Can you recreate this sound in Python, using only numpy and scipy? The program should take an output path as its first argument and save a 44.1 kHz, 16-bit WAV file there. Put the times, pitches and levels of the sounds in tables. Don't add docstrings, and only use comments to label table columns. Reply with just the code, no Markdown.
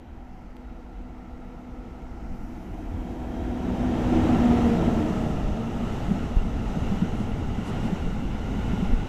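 import sys
import numpy as np
from scipy import signal
from scipy.fft import rfft, irfft, next_fast_len
from scipy.io import wavfile
from scipy.ndimage import uniform_filter1d, map_coordinates

SR = 44100
rng = np.random.default_rng(int(sys.argv[2]) if len(sys.argv) > 2 else 0)


def file_out(sig):
    cols = np.atleast_2d(sig).T
    lim = np.clip(cols, -1, 1)
    pcm = np.round(lim * 32767).astype(np.int16)
    wavfile.write(sys.argv[1], SR, pcm)


def invert_db(x):
    u = np.asarray(x, float) / 20
    return 10 ** u


N = 400569
TIME = np.arange(N) / SR
SPEED = 15.5

# [crest t/s, peak level/dB, f/Hz]
JOINT_BLOWS = [(6.087, -21, 200), (6.116, -12.5, 190), (6.158, -19, 200), (6.775, -19, 170),
               (6.924, -15.5, 200), (7.025, -11.5, 185), (7.206, -22, 210), (7.593, -21, 207),
               (7.929, -14, 185), (8.735, -21, 194), (8.829, -14, 185), (8.934, -19, 230)]
# [trough t/s, level/dB, sag length/s, bulge before (0-1), ring f/Hz]
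PRESSURE_THUMPS = [
    (6.369, -7, .004, .15, 28),
    (8.937, -10.5, .004, .7, 28),
]


def unit(x):
    return x / np.sqrt(np.mean(x ** 2) + 1e-20)


def curves(rows, t):
    s, *cols = np.transpose(rows)
    return [np.interp(t, s, c) for c in cols]


def along(points, hz):
    f, db = np.transpose(points)
    return np.interp(np.log(hz + 1), np.log(f), db)


def wobble(rate):
    return map_coordinates(rng.standard_normal(int(N * rate / SR) + 4), [TIME * rate])


def band(x, lo_hz, hi_hz):
    return signal.sosfilt(signal.butter(2, [lo_hz, hi_hz], "band", fs=SR, output="sos"), x)


def hiss(lo_hz, hi_hz):
    return unit(band(rng.standard_normal(N), lo_hz, hi_hz))


def bell(t, centre_s, length_s):
    return np.exp(-.5 * ((t - centre_s) / length_s) ** 2)


def bumps(rows, t):
    return sum(db * bell(t, s, d) for s, db, d in rows)


def swells(rows):
    return sum(invert_db(db) * bell(TIME, s, d) for s, db, d in rows)


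def spread(along_m, metres, loss_db):
    return -loss_db * np.log10(np.hypot(along_m / metres, 1))


def insect():
    # [t/s, level/dB, length/s]
    chirps = [
        (.25, -87, .08),
        (.7, -78, .09),
        (.98, -83, .06),
        (1.28, -82, .04),
        (1.47, -79, .09),
        (2.05, -80, .05),
        (2.6, -78, .06),
        (2.8, -79, .04),
    ]
    insect_hz = 3840
    return np.sqrt(2) * swells(chirps) * np.sin(2 * np.pi * insect_hz * TIME + .8 * wobble(20))


def housing_tick():
    spike = np.zeros(N)
    spike[round(.5674 * SR)] = invert_db(-22)
    return band(spike, 500, 3200) + .1 * band(spike, 5000, 8500) - .12 * band(spike, 11000, 14000)


def slipstream():
    out = np.zeros(N)
    for s, db, length, bulge, hz in PRESSURE_THUMPS:
        before = np.minimum(TIME - s, 0)
        after = np.maximum(TIME - s, 0)
        sag = bulge * np.exp(-((before + .015) / .007) ** 2)
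        sag -= .6 * np.exp(before / length / 2) + .4 * np.exp(before / .0015)
        snap = np.exp(-after / (.0012 + .004 * bulge))
        ring = np.cos(2 * np.pi * hz * (after - .01 - .012 * bulge))
        back = .75 * (1 - snap) * np.exp(-after / .035) * ring
        out += invert_db(db) * np.where(TIME < s, sag, back - snap)
    return out


def wagon_puffs():
    # [t/s, level/dB, length/s]
    puffs = [
        (6.7, -65.5, .03),
        (7.21, -59.5, .03),
        (7.68, -55, 0.023),
        (7.86, -60, .02),
    ]
    return swells(puffs) * hiss(2500, 8950)


def flange_squeaks():
    # [t/s, level/dB, f/Hz, length/s]
    squeaks = [
        (6.89, -72, 10700, .03),
        (6.94, -70, 10700, .04),
        (7.28, -70, 10750, .04),
        (7.38, -70, 10850, .04),
    ]
    out = np.zeros(N)
    for s, db, hz, d in squeaks:
        envelope = np.exp(-((TIME - s - d / 2) / (d / 2)) ** 4)
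        out += invert_db(db) * envelope * np.sin(2 * np.pi * hz * TIME + 1.5 * wobble(90))
    return out


def passing(t):
    # [distant town level/dB, locomotive abreast level/dB, its loss/dB per tenfold distance,
    #  wagon bogies abreast level/dB, their loss/dB per tenfold distance]
    layers = [
        (-49.5, -31, 15.5, -32, 16.6),
        (-55.5, -23.5, 26.5, -30.5, 22.8),
        (-55, -32.5, 25, -40.5, 26.7),
        (-87.5, -53.5, 24.5, -57, 29),
    ]
    # [t/s, level/dB, length/s]
    gusts = [(.96, 6, .04), (1.33, 3.5, 0.09), (1.6, -5, .08), (2.3, 4.5, .1), (2.63, -4, 0.054),
             (2.8, 3, 0.043), (2.95, 8, .04), (3.46, 5, 0.045), (4.2, 4.5, 0.05), (5.15, -2, 0.044),
             (5.47, 4.5, 0.039), (5.63, -6, .04), (6.42, 6, 0.072), (6.7, 3, 0.035), (7.68, -6, 0.046),
             (8.22, 4.5, .05), (8.75, 2.5, 0.035), (8.93, 11, .05)]
    loco_s, loco_m, half_m = 4.437, 5.5, 2.6
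    coupling_s, wagon_s, axles_m = 5.107, 0.91, 5.38
    past_m = np.hypot(SPEED * (t - loco_s), half_m) - half_m
    bogies_m = SPEED * (t - coupling_s - wagon_s * np.arange(12)[:, None])
    power = []
    for town, loco, loss, wagon, fall in layers:
        engine = invert_db(2 * (loco + spread(past_m, loco_m, loss)))
        train = invert_db(2 * (wagon + spread(bogies_m, axles_m, fall))).sum(axis=0)
        power.append(invert_db(2 * town) + engine + train)
    power = np.array(power)
    power[0] *= invert_db(2 * bumps(gusts, t))
    return power


def colour(points, ring, hz):
    # [f/Hz, level/dB]
    port = [(4000, -6), (4600, -5), (5300, -1), (6000, 2), (8000, 0.5), (8700, -4), (9700, -6),
            (10800, -0.5), (12500, -3), (14300, -1.5)]
    humps = sum(top * np.exp(-.5 * ((hz - c) / w) ** 2) for c, w, top in ring)
    return along(points, hz) + humps + along(port, hz)


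def rolling(patchy_db):
    edges_hz = (90, 560, 4500)
    # [f/Hz, level/dB per Hz]
    far = [(22, -1), (48, 4), (120, -13), (230, -8.5), (330, -15), (420, -23.5), (560, -26.5), (760, -25.5),
           (1100, -31), (1600, -34), (2400, -40), (3400, -43), (5000, -47), (14400, -56)]
    nearing = [(22, 10.5), (55, 10.5), (140, 4.5), (230, 10.5), (330, -1.5), (420, -7.5), (560, -16.5),
               (760, -11), (1100, -21.5), (1600, -25), (2400, -32.5), (3400, -41.5), (5000, -37),
               (14400, -47.5)]
    beside = [(22, 9.5), (55, 25.5), (140, 7.5), (230, 13.5), (330, 14), (420, 4), (560, 0), (760, 2),
              (1100, -10), (1600, -11.5), (2400, -16.5), (3400, -21.5), (5000, -32.5), (14400, -47.5)]
    wagons = [(22, 16), (55, 16.5), (140, 6), (230, 8.5), (330, -2.5), (420, -3), (560, -9.5), (760, -7.5),
              (1100, -15), (1600, -21), (2400, -23.5), (3400, -26), (5000, -37), (14400, -52.5)]
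    # [f/Hz, width/Hz, level/dB]
    far_ring = [(44.6, 21, 10), (327, 14, 7.5), (471, 24, 10), (790, 173, 8.5), (1337, 85, 10.5),
                (2060, 200, 6), (2720, 300, 4)]
    nearing_ring = [(40, 29, 6.4), (323, 11, 8.5), (760, 170, 1.9), (1360, 79, 5.7), (2060, 180, 4.8),
                    (2900, 340, 6), (3860, 150, 0.78)]
    beside_ring = [(700, 41, 2.8), (950, 44, 4.2), (1370, 34, 3), (3180, 83, 5), (3850, 90, 4)]
    leaving_ring = [(700, 200, 4.1), (1306, 72, 10.7), (1890, 160, 3.9), (2800, 150, 5.1), (3750, 97, 1.7)]
    wagon_ring = [(832, 44, 3.7), (1420, 71, 8.8), (2064, 134, 5.3), (2846, 170, 8.1), (3860, 200, 2.5)]
    # [t/s, stage]
    stages = [
        (0, 2),
        (1.2, -1.5),
        (2.7, 1.5),
        (4.1, 2.5),
        (4.8, 2.5),
        (5.3, 3),
        (6.4, 3.5),
        (9.1, 4),
    ]
    pairs = [(far, far_ring), (nearing, nearing_ring), (beside, beside_ring),
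             (wagons, leaving_ring), (wagons, wagon_ring)]
    hz, t, z = signal.stft(rng.standard_normal(N), SR, nperseg=2048, noverlap=1536)
    looks = np.array([colour(points, ring, hz) for points, ring in pairs])
    stage = np.clip(curves(stages, t)[0], 0, 4)
    weight = np.clip(1 - abs(stage - np.arange(5)[:, None]), 0, 1)
    power = invert_db(2 * looks.T @ weight)
    above = [1 / (1 + (edge / (hz + 1)) ** 8) for edge in edges_hz]
    shares = -np.diff([np.ones_like(hz), *above, np.zeros_like(hz)], axis=0)
    wanted = passing(t) * len(hz) / (shares @ power)
    field = uniform_filter1d(rng.standard_normal(z.shape), size=20, axis=0)
    field = uniform_filter1d(field, size=4, axis=1)
    gain = np.sqrt(power * (shares.T @ wanted)) * invert_db(patchy_db * unit(field))
    return signal.istft(z * gain, SR, nperseg=2048, noverlap=1536)[1][:N]


def lull():
    moments = [(s, .012, .45) for s, db, hz in JOINT_BLOWS if db > -17]
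    moments += [(s + .008, .025, .8) for s, *_ in PRESSURE_THUMPS]
    return 1 - np.clip(sum(depth * bell(TIME, s, d) for s, d, depth in moments), 0, .9)


def rail_joint():
    out = np.zeros(N + SR)
    t = np.arange(SR // 8) / SR
    rise = .0105
    swell = (t / rise) ** 2 * np.exp(2 * (1 - t / rise))
    for s, db, hz in JOINT_BLOWS:
        turn = 2 * np.pi * hz * (t - rise)
        blow = .4 * np.exp(-((t - rise) / .003) ** 2) * np.cos(1.5 * turn)
        out[round((s - rise) * SR):][:len(t)] += invert_db(db - 2.5) * (swell * np.cos(turn) + blow)
    return out[:N]


def wheels():
    roll = rolling(patchy_db=0.81)
    low = signal.sosfiltfilt(signal.butter(2, 400, fs=SR, output="sos"), roll)
    return roll - (1 - lull()) * low + rail_joint()


def overhead_wire():
    # [t/s, level/dB]
    wire = [
        (0, -84),
        (2.2, -87),
        (2.35, -75),
        (3.4, -74),
        (4.2, -77),
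        (5.2, -81),
        (9.1, -90),
    ]
    return invert_db(curves(wire, TIME)[0]) * hiss(10000, 16000)


def machine(partials_db, rest_hz, abreast_s, metres, size_m, loss_db, shade_db, fades, flutter_db, drift):
    along_m = SPEED * (TIME - abreast_s)
    path = np.hypot(along_m, metres)
    turns = rest_hz * (TIME - path / 343)
    level_db = spread(along_m, size_m, loss_db) - shade_db * np.maximum(TIME - abreast_s, 0)
    tone = np.zeros(N)
    for k, db in enumerate(partials_db, 1):
        phase = 2 * np.pi * k * turns + drift * np.sqrt(k) * np.cumsum(wobble(24.92)) * 25 / SR
        fade_db = bumps(fades, TIME) / k + flutter_db * np.sqrt(k) * wobble(8)
        tone += np.sqrt(2) * invert_db(db + level_db + fade_db) * np.sin(phase)
    return tone


def blower():
    blade_db = [-20, -35.5, -38]
    # [t/s, level/dB, length/s]
    echoes = [(.3, -3, 0.47), (2.545, -9.5, 0.4), (3.65, -2, 0.089), (3.983, -6, 0.046), (4.26, -11, 0.018),
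              (4.38, -24, 0.016), (4.62, -4.5, 0.025), (4.798, -8, 0.043), (5.1, -4, 0.11),
              (5.4, -17, 0.085), (5.65, 4, .1)]
    return machine(blade_db, 237.2, 4.6, 5, size_m=5.5, loss_db=28, shade_db=2.45,
                   fades=echoes, flutter_db=1.5, drift=.25)


def bogie_gears():
    rear_db = [-36.5, -41.5]
    front_db = [-39]
    # [t/s, level/dB, length/s]
    rear_echoes = [
        (3.7, 5, .15),
        (4.82, 10, 0.041),
        (5.45, 3, 0.069),
    ]
    front_echoes = [
        (3.77, 15, 0.047),
        (4.18, 13, 0.052),
        (4.49, 5.8, .04),
        (5.03, 25, 0.033),
        (5.25, 10, 0.036),
    ]
    rear = machine(rear_db, 316.5, 5.1, 5.5, size_m=7, loss_db=25.7, shade_db=12.4,
                   fades=rear_echoes, flutter_db=1.5, drift=.2)
    front = machine(front_db, 316.5, 4.35, 7, size_m=5.5, loss_db=28.6, shade_db=9.8,
                    fades=front_echoes, flutter_db=2, drift=.3)
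    return rear + front


def traction_motor():
    hum_db = [-31]
    # [t/s, level/dB, length/s]
    echoes = [
        (3.7, 7, .1),
        (4.1, 4, 0.062),
        (5.07, -10, .03),
        (5.2, 9, .05),
    ]
    return machine(hum_db, 179, 4.7, 4.5, size_m=6, loss_db=28.6, shade_db=10,
                   fades=echoes, flutter_db=2, drift=.3)


def locomotive():
    return blower() + bogie_gears() + traction_motor() + overhead_wire()


def scene():
    setting = insect() + housing_tick()
    air = slipstream() + wagon_puffs()
    train = flange_squeaks() + wheels() + locomotive()
    return (setting + air + train)[None]


def low_pass(x):
    return signal.sosfilt(signal.butter(12, 14980, fs=SR, output="sos"), x)


def record(dry):
    top_hz = 14300
    m = next_fast_len(N)
    passed = np.fft.rfftfreq(m, 1 / SR) < top_hz
    kept = irfft(rfft(dry, m) * passed, m)[:, :N]
    return low_pass(kept)


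dry = scene()
out = record(dry)
file_out(out)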